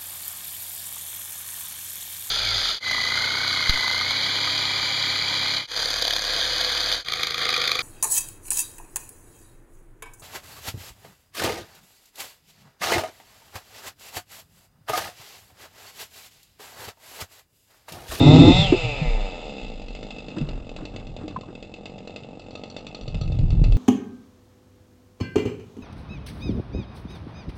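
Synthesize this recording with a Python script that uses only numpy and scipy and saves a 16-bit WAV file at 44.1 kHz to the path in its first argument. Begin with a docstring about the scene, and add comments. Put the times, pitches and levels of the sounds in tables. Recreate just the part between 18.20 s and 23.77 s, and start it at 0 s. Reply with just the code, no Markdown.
"""Two-stroke chainsaw in a wood

Close to a trail camera, the saw revs up, coasts down with its chain still running, then idles,
firing only every few turns. Crank speed sets the pitch: pulses repeat once a turn, and the fixed
resonances of muffler and bar shape them. Bumps, scuffs and the engine's shaking boom in the camera's box."""
import sys
import numpy as np
from scipy import signal
from scipy.fft import rfft, irfft, next_fast_len
from scipy.io import wavfile
from scipy.ndimage import map_coordinates

SR = 44100
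rng = np.random.default_rng(int(sys.argv[2]) if len(sys.argv) > 2 else 0)


def int16_out(signal):
    """Quantize to a 16-bit WAV file."""
    q = np.round(np.clip(np.atleast_2d(signal).T, -1, 1) * 32767)
    wavfile.write(sys.argv[1], SR, q.astype(np.int16))


N = 245637
TIME_S = np.arange(N) / SR


def amp(db):
    return 10 ** (np.asarray(db) / 20)


def unit(x):
    return x / np.sqrt(np.mean(x ** 2) + 1e-20)


def along(points, hz):
    """Interpolation of (frequency, value) points on a logarithmic frequency axis."""
    f, v = np.transpose(points)
    return np.interp(np.log(hz + 1), np.log(f + 1), v)


def curve(points):
    """Linear interpolation of (time, value) points at every sample."""
    return np.interp(TIME_S, *np.transpose(points))


def ramp_down(start_s, length_s):
    """A linear fall from 1 to 0."""
    return np.clip(1 - (TIME_S - start_s) / length_s, 0, 1)


def wobble(rate_hz):
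    """Smooth random modulation: a spline through Gaussian values."""
    return map_coordinates(rng.standard_normal(int(N * rate_hz / SR) + 4), [TIME_S * rate_hz])


def coloured(x, spectrum, size=16384):
    """Minimum-phase filtering at unit energy: the spectrum sets only the shape."""
    gain = np.maximum(amp(along(spectrum, np.fft.rfftfreq(size, 1 / SR))), 1e-6)
    cepstrum = irfft(np.log(gain))
    cepstrum[1:size // 2] *= 2
    cepstrum[size // 2 + 1:] = 0
    response = irfft(np.exp(rfft(cepstrum)))
    return signal.fftconvolve(x, response / np.linalg.norm(response))[:len(x)]


def resonate(x, *modes):
    """Resonators in series, each (centre_hz, bandwidth_hz); the output has rms 1."""
    for hz, width_hz in modes:
        x = signal.lfilter(*signal.iirpeak(hz, hz / width_hz, SR), x)
    return unit(x)


def pulses(places, sizes):
    """Impulses at fractional sample positions, each shared between two neighbours."""
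    places = np.clip(places, 0, N - 2)
    whole, part = places.astype(int), places % 1
    return np.bincount(whole, sizes * (1 - part), N) + np.bincount(whole + 1, sizes * part, N)


def strokes(turns, speed, jitter, scatter_db):
    """A quasi-periodic pulse train: one uneven puff a turn, mean power near 1."""
    at = np.interp(np.arange(np.ceil(turns[0]), turns[-1]), turns, np.arange(N))
    period = SR / speed[at.astype(int)]
    late, size = rng.standard_normal((len(at), 2)).T
    return pulses(at + jitter * period * late, np.sqrt(period) * amp(scatter_db * size))


def gated(turns, fade_db):
    """Amplitude-modulated noise that restarts with every turn and decays through it."""
    return unit(amp(-fade_db * (turns % 1)) * rng.standard_normal(N))


# spectrum of the woodland air: frequency_hz, level_db
AIR_SPECTRUM = [(30, -5.5), (200, 6), (700, -8.5), (1500, -24.5), (3000, -32), (8000, -37)]
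def air():
    """Ambient noise: faint, steady and strongest at low frequencies."""
    return amp(-47.5) * coloured(rng.standard_normal(N), AIR_SPECTRUM)


# reverberation time of the wood: frequency_hz, t60_s
WOOD_DECAY = [(300, 0.19), (1000, 0.34), (3000, 0.082), (8000, 0.091)]
def trees(x):
    """Scattering from the trunks gives a short reverberant tail."""
    hz, t, noise = signal.stft(rng.standard_normal(SR // 2), SR, nperseg=256)
    decay = amp(-60 * t / along(WOOD_DECAY, hz)[:, None])
    tail = signal.istft(noise * decay, SR, nperseg=256)[1]
    return signal.fftconvolve(x, tail / np.linalg.norm(tail))[:N]


# brushes against the box: middle_s, level_db, half_length_s
BOX_SCUFFS = [(2.176, -34, 0.0092), (2.257, -40.5, 0.12), (2.585, -39.5, .006), (2.624, -40, 0.023),
              (2.75, -40.5, 0.021), (2.811, -44, 0.016), (3.018, -35, 0.022), (3.116, -43.5, 0.019),
              (3.297, -39.5, 0.017)]
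# spectrum of the rubbing: frequency_hz, level_db
SCUFF_SPECTRUM = [(60, -11), (150, 12.5), (320, 12), (700, -8), (1300, -5), (2100, -18.5), (3500, -33)]
def scuffs():
    """Friction noise: something brushes the box in dull, gritty swells."""
    swell = sum(amp(db) * np.exp(-((TIME_S - s) / half) ** 2 / 2) for s, db, half in BOX_SCUFFS)
    grit = unit(rng.standard_normal(N) * amp(3.7 * wobble(300)))
    return swell * coloured(grit, SCUFF_SPECTRUM)


# soft blows on the box: start_s, level_db, pitch_hz, t60_s, rise_s
BOX_BUMPS = [(.375, -6.5, 159.4, 0.28, 0.012), (0.5221, 9.5, 319.4, 0.036, 0.0047),
             (.534, -3.5, 382, 0.068, 0.0024), (0.5449, -9, 351, 0.061, .002),
             (0.627, -16, 120.4, 0.34, 0.014), (0.813, -17, 152.6, 0.23, 0.003),
             (0.851, -11, 30.2, 0.79, 0.013), (2.171, -22.5, 318, 0.09, 0.0044),
             (2.206, -9.5, 152.4, 0.13, 0.018), (2.206, -10, 240, 0.054, 0.0059),
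             (2.619, -31, 297, 0.22, 0.0056), (3.037, -23.5, 306, 0.13, 0.0033),
             (3.161, -16.5, 1020, 0.042, 0.0023), (3.172, -25, 180, .08, .004),
             (3.231, -34, 1050, 0.045, 0.0037), (4.943, -19, 163, 0.14, 0.0023)]
def bumps():
    """Damped free vibration: each blow rings one tone, roughened by the scrape of the contact."""
    out, t = np.zeros(N + SR), np.arange(SR // 2) / SR
    for start_s, db, hz, t60_s, rise_s in BOX_BUMPS:
        scrape = resonate(rng.standard_normal(len(t)), (hz, 2.04 * hz), (hz, 0.17 * hz))
        envelope = amp(db - 60 * t / t60_s) * (1 - np.exp(-(t / rise_s) ** 2))
        out[round(start_s * SR):][:len(t)] += envelope * (np.sin(2 * np.pi * hz * t) + 0.3 * scrape)
    return out[:N]


# spells in which the box is jostled: start_s, rise_s, end_s, sway_db, drone_db
BOX_JOSTLES = [(0, 0.0036, 0.3, -25, -10.5), (1.418, 0.01, 1.33, -30.5, -51),
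               (2.18, 0.024, 2.28, -31, -36.5), (2.6, 0.033, 3.34, -60, -46), (4.8, 0.54, 5.56, -16, -19)]
def jostling(sway_t60_s=2.75, drone_t60_s=0.74):
    """Gains of sway and drone: spells rise, hold, decay exponentially and add in power."""
    sway, drone = amp(-56), amp(-52)  # at rest
    for start_s, rise_s, end_s, sway_db, drone_db in BOX_JOSTLES:
        onset = np.clip((TIME_S - start_s) / rise_s, 0, 1)
        after_s = np.maximum(TIME_S - end_s, 0)
        sway = np.hypot(sway, onset * amp(sway_db - 60 * after_s / sway_t60_s))
        drone = np.hypot(drone, onset * amp(drone_db - 60 * after_s / drone_t60_s))
    return sway, drone


# response of the box to the engine's shaking: frequency_hz, level_db
DRONE_SPECTRUM = [(45, -21.5), (66, -25.5), (86, 3.5), (120, 3), (160, 0.5), (205, -16), (300, -15.5),
                  (500, -36), (1200, -71)]
def housing(turns, speed, boom_end_s=0.307, swell_db_per_s=26):
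    """Forced vibration: the box sways on its mount, drones with the engine and booms in the rev."""
    sway = resonate(rng.standard_normal(N), (31.2, 12.2), (33, 43))
    shaking = strokes(turns, speed, jitter=0.042, scatter_db=5.5)
    drone = unit(coloured(shaking + 1.14 * rng.standard_normal(N), DRONE_SPECTRUM))
    boom = resonate(strokes(turns, speed, jitter=0.14, scatter_db=-0.5), (279, 60), (290, 83))
    boom_db = -6.5 + swell_db_per_s * np.minimum(TIME_S - boom_end_s, 0)
    boom_gain = amp(boom_db) * ramp_down(boom_end_s, length_s=0.025)
    sway_gain, drone_gain = jostling()
    return sway_gain * sway + drone_gain * drone + boom_gain * boom


# the rev, until the throttle is let go: time_s, speed_turns_per_s
REV_SPEED = [(0.0, 140), (0.026, 134.1), (0.08, 146.1), (0.16, 161.3), (0.264, 170.2), (0.43, 198.8)]
# the slowly hunting idle: time_s, speed_turns_per_s
IDLE_SPEED = [(1.68, 45), (1.9, 52), (2.5, 44.5), (3.4, 43), (4, 45.5)]
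def crank_speed(drag_s=1.0, friction_turns_per_s2=20):
    """Turns a second: after the rev, viscous drag and dry friction slow the crank to its idle."""
    release_s, top_speed = REV_SPEED[-1]
    offset = friction_turns_per_s2 * drag_s
    coast = (top_speed + offset) * np.exp(-(TIME_S - release_s) / drag_s) - offset
    return np.where(TIME_S < release_s, curve(REV_SPEED), np.maximum(coast, curve(IDLE_SPEED)))


def effort(speed, weak_turns_per_s=90.2):
    """Throttle (0-1) and the levels of exhaust and rasp: radiated power grows with speed and load."""
    throttle = ramp_down(start_s=0.412, length_s=0.075)
    load = ramp_down(start_s=0.28, length_s=0.29)
    weakening_db = 10 * np.log10(1 + (weak_turns_per_s / speed) ** 5.63)
    exhaust_db = -37 + 13 * load - weakening_db
    rasp_db = -40.5 + 10.5 * np.log2(speed / 100) + 9 * throttle
    return throttle, exhaust_db, rasp_db


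def chain(turns, speed, powered_hz=3594, quiet_turns_per_s=104):
    """The chain whistles on a cluster of crank harmonics, which widens and sinks as it coasts."""
    throttle, _, rasp_db = effort(speed)
    coasting_hz = 2210 + 8.3 * (speed - 100)
    centre_hz = throttle * powered_hz + (1 - throttle) * coasting_hz
    width_hz = 380 - 250 * throttle
    whine, power = np.zeros(N), np.zeros(N)
    for order in range(12, 34):
        gain = 1 / (1 + abs((order * speed - centre_hz) / width_hz) ** 2.3)
        phase = 2 * np.pi * (order * turns + rng.random()) + 0.15 * wobble(45)
        flicker = amp((3 - 2 * throttle) * wobble(20))
        whine += gain * flicker * np.sin(phase)
        power += gain ** 2 / 2
    running = 1 / (1 + (quiet_turns_per_s / speed) ** 8)
    return amp(rasp_db - 3.5 + 2.5 * throttle) * running * whine / np.sqrt(power)


# idle firings, each an exhaust crack and a metal clank: start_s, crack_db, clank_db
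IDLE_FIRINGS = [(1.6181, -49, -39.0), (1.6831, -44.5, -38), (1.75, -45.5, -32.5), (1.829, -45, -32.5),
                (1.9054, -46.0, -32.5), (1.9837, -51, -34), (2.0837, -44, -35.5), (2.1838, -48, -34),
                (2.2883, -43, -34), (2.4925, -49, -37), (2.5635, -44, -33.5), (2.653, -38.5, -33.5),
                (2.7621, -45, -32.5), (2.869, -49, -40), (2.9649, -47, -35.5), (3.0798, -41, -34),
                (3.2102, -47, -38.5), (3.352, -64, -38), (3.426, -53, -36), (3.5394, -45, -36),
                (3.6562, -43, -32), (3.7809, -56, -39.5), (3.8741, -44, -35.5), (3.961, -40, -33),
                (4.1953, -44, -42), (4.3072, -44, -46), (4.3529, -35, -37.5), (4.436, -37.5, -36.5),
                (4.4998, -37.5, -47), (4.5651, -34.5, -32), (4.667, -39.5, -33.5), (4.7468, -35, -35.5),
                (4.811, -39.5, -46), (4.879, -34.5, -41.5), (4.9449, -47.5, -36), (5.0122, -32, -44),
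                (5.0767, -46, -44), (5.1201, -45, -38.5), (5.1885, -45, -37.5), (5.3042, -39.5, -36.5),
                (5.44, -34.5, -34), (5.5224, -39, -35.5)]
# slaps of the slack chain on the bar: start_s, level_db
CHAIN_SLAPS = [(1.302, -39.5), (2.114, -41), (2.1665, -43), (2.798, -42.5), (4.034, -43), (4.2645, -45)]
# spectrum of a firing's thump: frequency_hz, level_db
THUMP_SPECTRUM = [(60, -24.5), (250, 4), (650, 1), (1300, -21.5), (4000, -46)]
# spectrum of the exhaust crack: frequency_hz, level_db
CRACK_SPECTRUM = [(1080, -17), (1270, 6.5), (1540, -20), (2400, -12.5), (2850, 1), (3100, -5), (3500, 6),
                  (3820, -2), (4450, 7), (5000, -12.5), (5620, -14), (5900, -1), (6300, -27.5),
                  (7400, -12.5), (8300, -33)]
# resonances of the muffler shell and bar: frequency_hz, level_db
SHELL_SPECTRUM = [(700, -11.5), (1080, -18.5), (1290, -4.5), (1540, -16.5), (2000, -11.5), (2130, -1.5),
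                  (2380, -14), (2590, 7), (2850, 2), (3100, -7), (3600, 3), (3820, -10), (3950, -2.5),
                  (4650, -14), (4830, -2.5), (5150, -14.5), (5620, -20.5), (5950, -20.5), (6300, -17.5),
                  (6700, -15.5), (7600, -15.5), (8400, -37.5)]
def firings(turns, snap_t60_s=0.028, clatter_t60_s=0.25):
    """Impulsive excitation: firings thump, crack and clank; the slack chain slaps and jingles."""
    start_s, crack_db, clank_db = np.transpose(IDLE_FIRINGS)
    slap_s, slap_db = np.transpose(CHAIN_SLAPS)
    cracks = pulses(start_s * SR, amp(crack_db))
    clanks = pulses(start_s * SR, amp(clank_db))
    slaps = pulses(slap_s * SR, amp(slap_db))
    out = amp(18) * coloured(np.hypot(cracks, clanks), THUMP_SPECTRUM)
    t = np.arange(SR // 3) / SR
    rise = 1 - np.exp(-t / 0.00025)
    for blows, spectrum in (cracks, CRACK_SPECTRUM), (clanks + slaps, SHELL_SPECTRUM):
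        snap = signal.fftconvolve(blows, rise * amp(-60 * t / snap_t60_s))[:N]
        clatter = signal.fftconvolve(blows, rise * amp(-14.5 - 60 * t / clatter_t60_s))[:N]
        links = unit(gated(turns, fade_db=7) * amp(5 * wobble(280)))
        out += coloured(snap * rng.standard_normal(N) + clatter * links, spectrum)
    return out


def crank_turns(speed):
    """Phase is the integral of speed, shifted so that every idle firing falls on a whole turn."""
    turns = np.cumsum(speed) / SR
    at = np.array([round(row[0] * SR) for row in IDLE_FIRINGS])
    slip = np.unwrap(turns[at] % 1, period=1)
    return turns - np.interp(np.arange(N), at, slip)


# hiss and ring of the muffler shell at open throttle: frequency_hz, level_db
RASP_SPECTRUM = [(1000, -30.5), (1750, -20.5), (2100, -2.5), (2350, -17.5), (2560, 2.5), (3140, -13),
                 (3600, -2), (3830, -10.5), (4060, -1.5), (4500, -16.5), (4830, -12), (6100, -23),
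                 (7600, -17), (8400, -40.5)]
# strength of the ticking at shut throttle: time_s, gain_db
TICK_GAIN = [(1.05, -3.5), (1.42, 2.5), (1.7, 1), (3.2, -5.5), (4.5, -4.5)]
def rasp(turns, speed, puffs, putter):
    """Shell resonance, driven by gas at open throttle and by piston and chain ticks when it is shut."""
    throttle, _, rasp_db = effort(speed)
    blast = 0.55 * puffs + 0.6 * gated(turns, fade_db=4)
    loaded = amp(-3) * coloured(blast, RASP_SPECTRUM)
    ticks = 0.3 * putter + 0.92 * gated(turns, fade_db=650 / speed)  # fast ticks run together
    coasting = amp(curve(TICK_GAIN)) * coloured(ticks, SHELL_SPECTRUM)
    return amp(rasp_db + wobble(60)) * (np.sqrt(throttle) * loaded + np.sqrt(1 - throttle) * coasting)


# nasal response of the muffler at speed: frequency_hz, level_db
MUFFLER_FAST = [(150, -8.5), (370, -3), (460, 5), (640, 2), (745, 6), (960, -1.5), (1120, -14),
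                (1300, -2.5), (1550, -29), (3000, -44)]
# round response of the muffler at idle: frequency_hz, level_db
MUFFLER_SLOW = [(60, -31), (170, 4), (250, 5.5), (350, -2.5), (520, 2.5), (640, -3.5), (780, 0),
                (1050, -22), (1290, -15.5), (1600, -37), (3000, -54)]
def exhaust(turns, speed, puffs, putter):
    """Source and filter: gas pulses and their turbulence excite the muffler's resonances."""
    throttle, exhaust_db, _ = effort(speed)
    racing = amp(-0.5) * coloured(puffs + 0.31 * gated(turns, fade_db=6.5), MUFFLER_FAST)
    idling = amp(5) * coloured(putter + 0.4 * gated(turns, fade_db=16), MUFFLER_SLOW)
    fast = np.maximum(throttle, 0.8 * np.clip((speed - 52) / 30, 0, 1))
    return amp(exhaust_db) * (fast * racing + (1 - fast) * idling)


def engine(turns, speed):
    """The two-stroke cycle gives one pulse a turn: even puffs when fast, an uneven putter when slow."""
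    puffs = strokes(turns, speed, jitter=0.004, scatter_db=1.5)
    putter = strokes(turns, speed, jitter=0.035, scatter_db=2.6)
    return exhaust(turns, speed, puffs, putter) + rasp(turns, speed, puffs, putter)


def scene():
    """Superposition of the woodland air, the reverberation, the shaken box and the saw."""
    speed = crank_speed()
    turns = crank_turns(speed)
    saw = engine(turns, speed) + chain(turns, speed) + firings(turns)
    return (air() + amp(-7) * trees(saw) + housing(turns, speed) + bumps() + scuffs() + saw)[None]


def record(dry):
    """Saturation and filtering: the camera overloads softly, with two notches and a steep band limit."""
    notches_hz, top_hz = (3200, 6400), 8350
    size = next_fast_len(N + SR // 2)
    hz = np.fft.rfftfreq(size, 1 / SR)
    clipped = dry / (1 + dry ** 6) ** (1 / 6)
    dips = np.prod([abs(hz - f) / np.hypot(hz - f, 0.019 * f) for f in notches_hz], axis=0)
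    band = 1 / np.sqrt(1 + (hz / top_hz) ** 260)
    return irfft(rfft(clipped, size) * dips * band, size)[:, :N]


dry = scene()
out = record(dry)
int16_out(out)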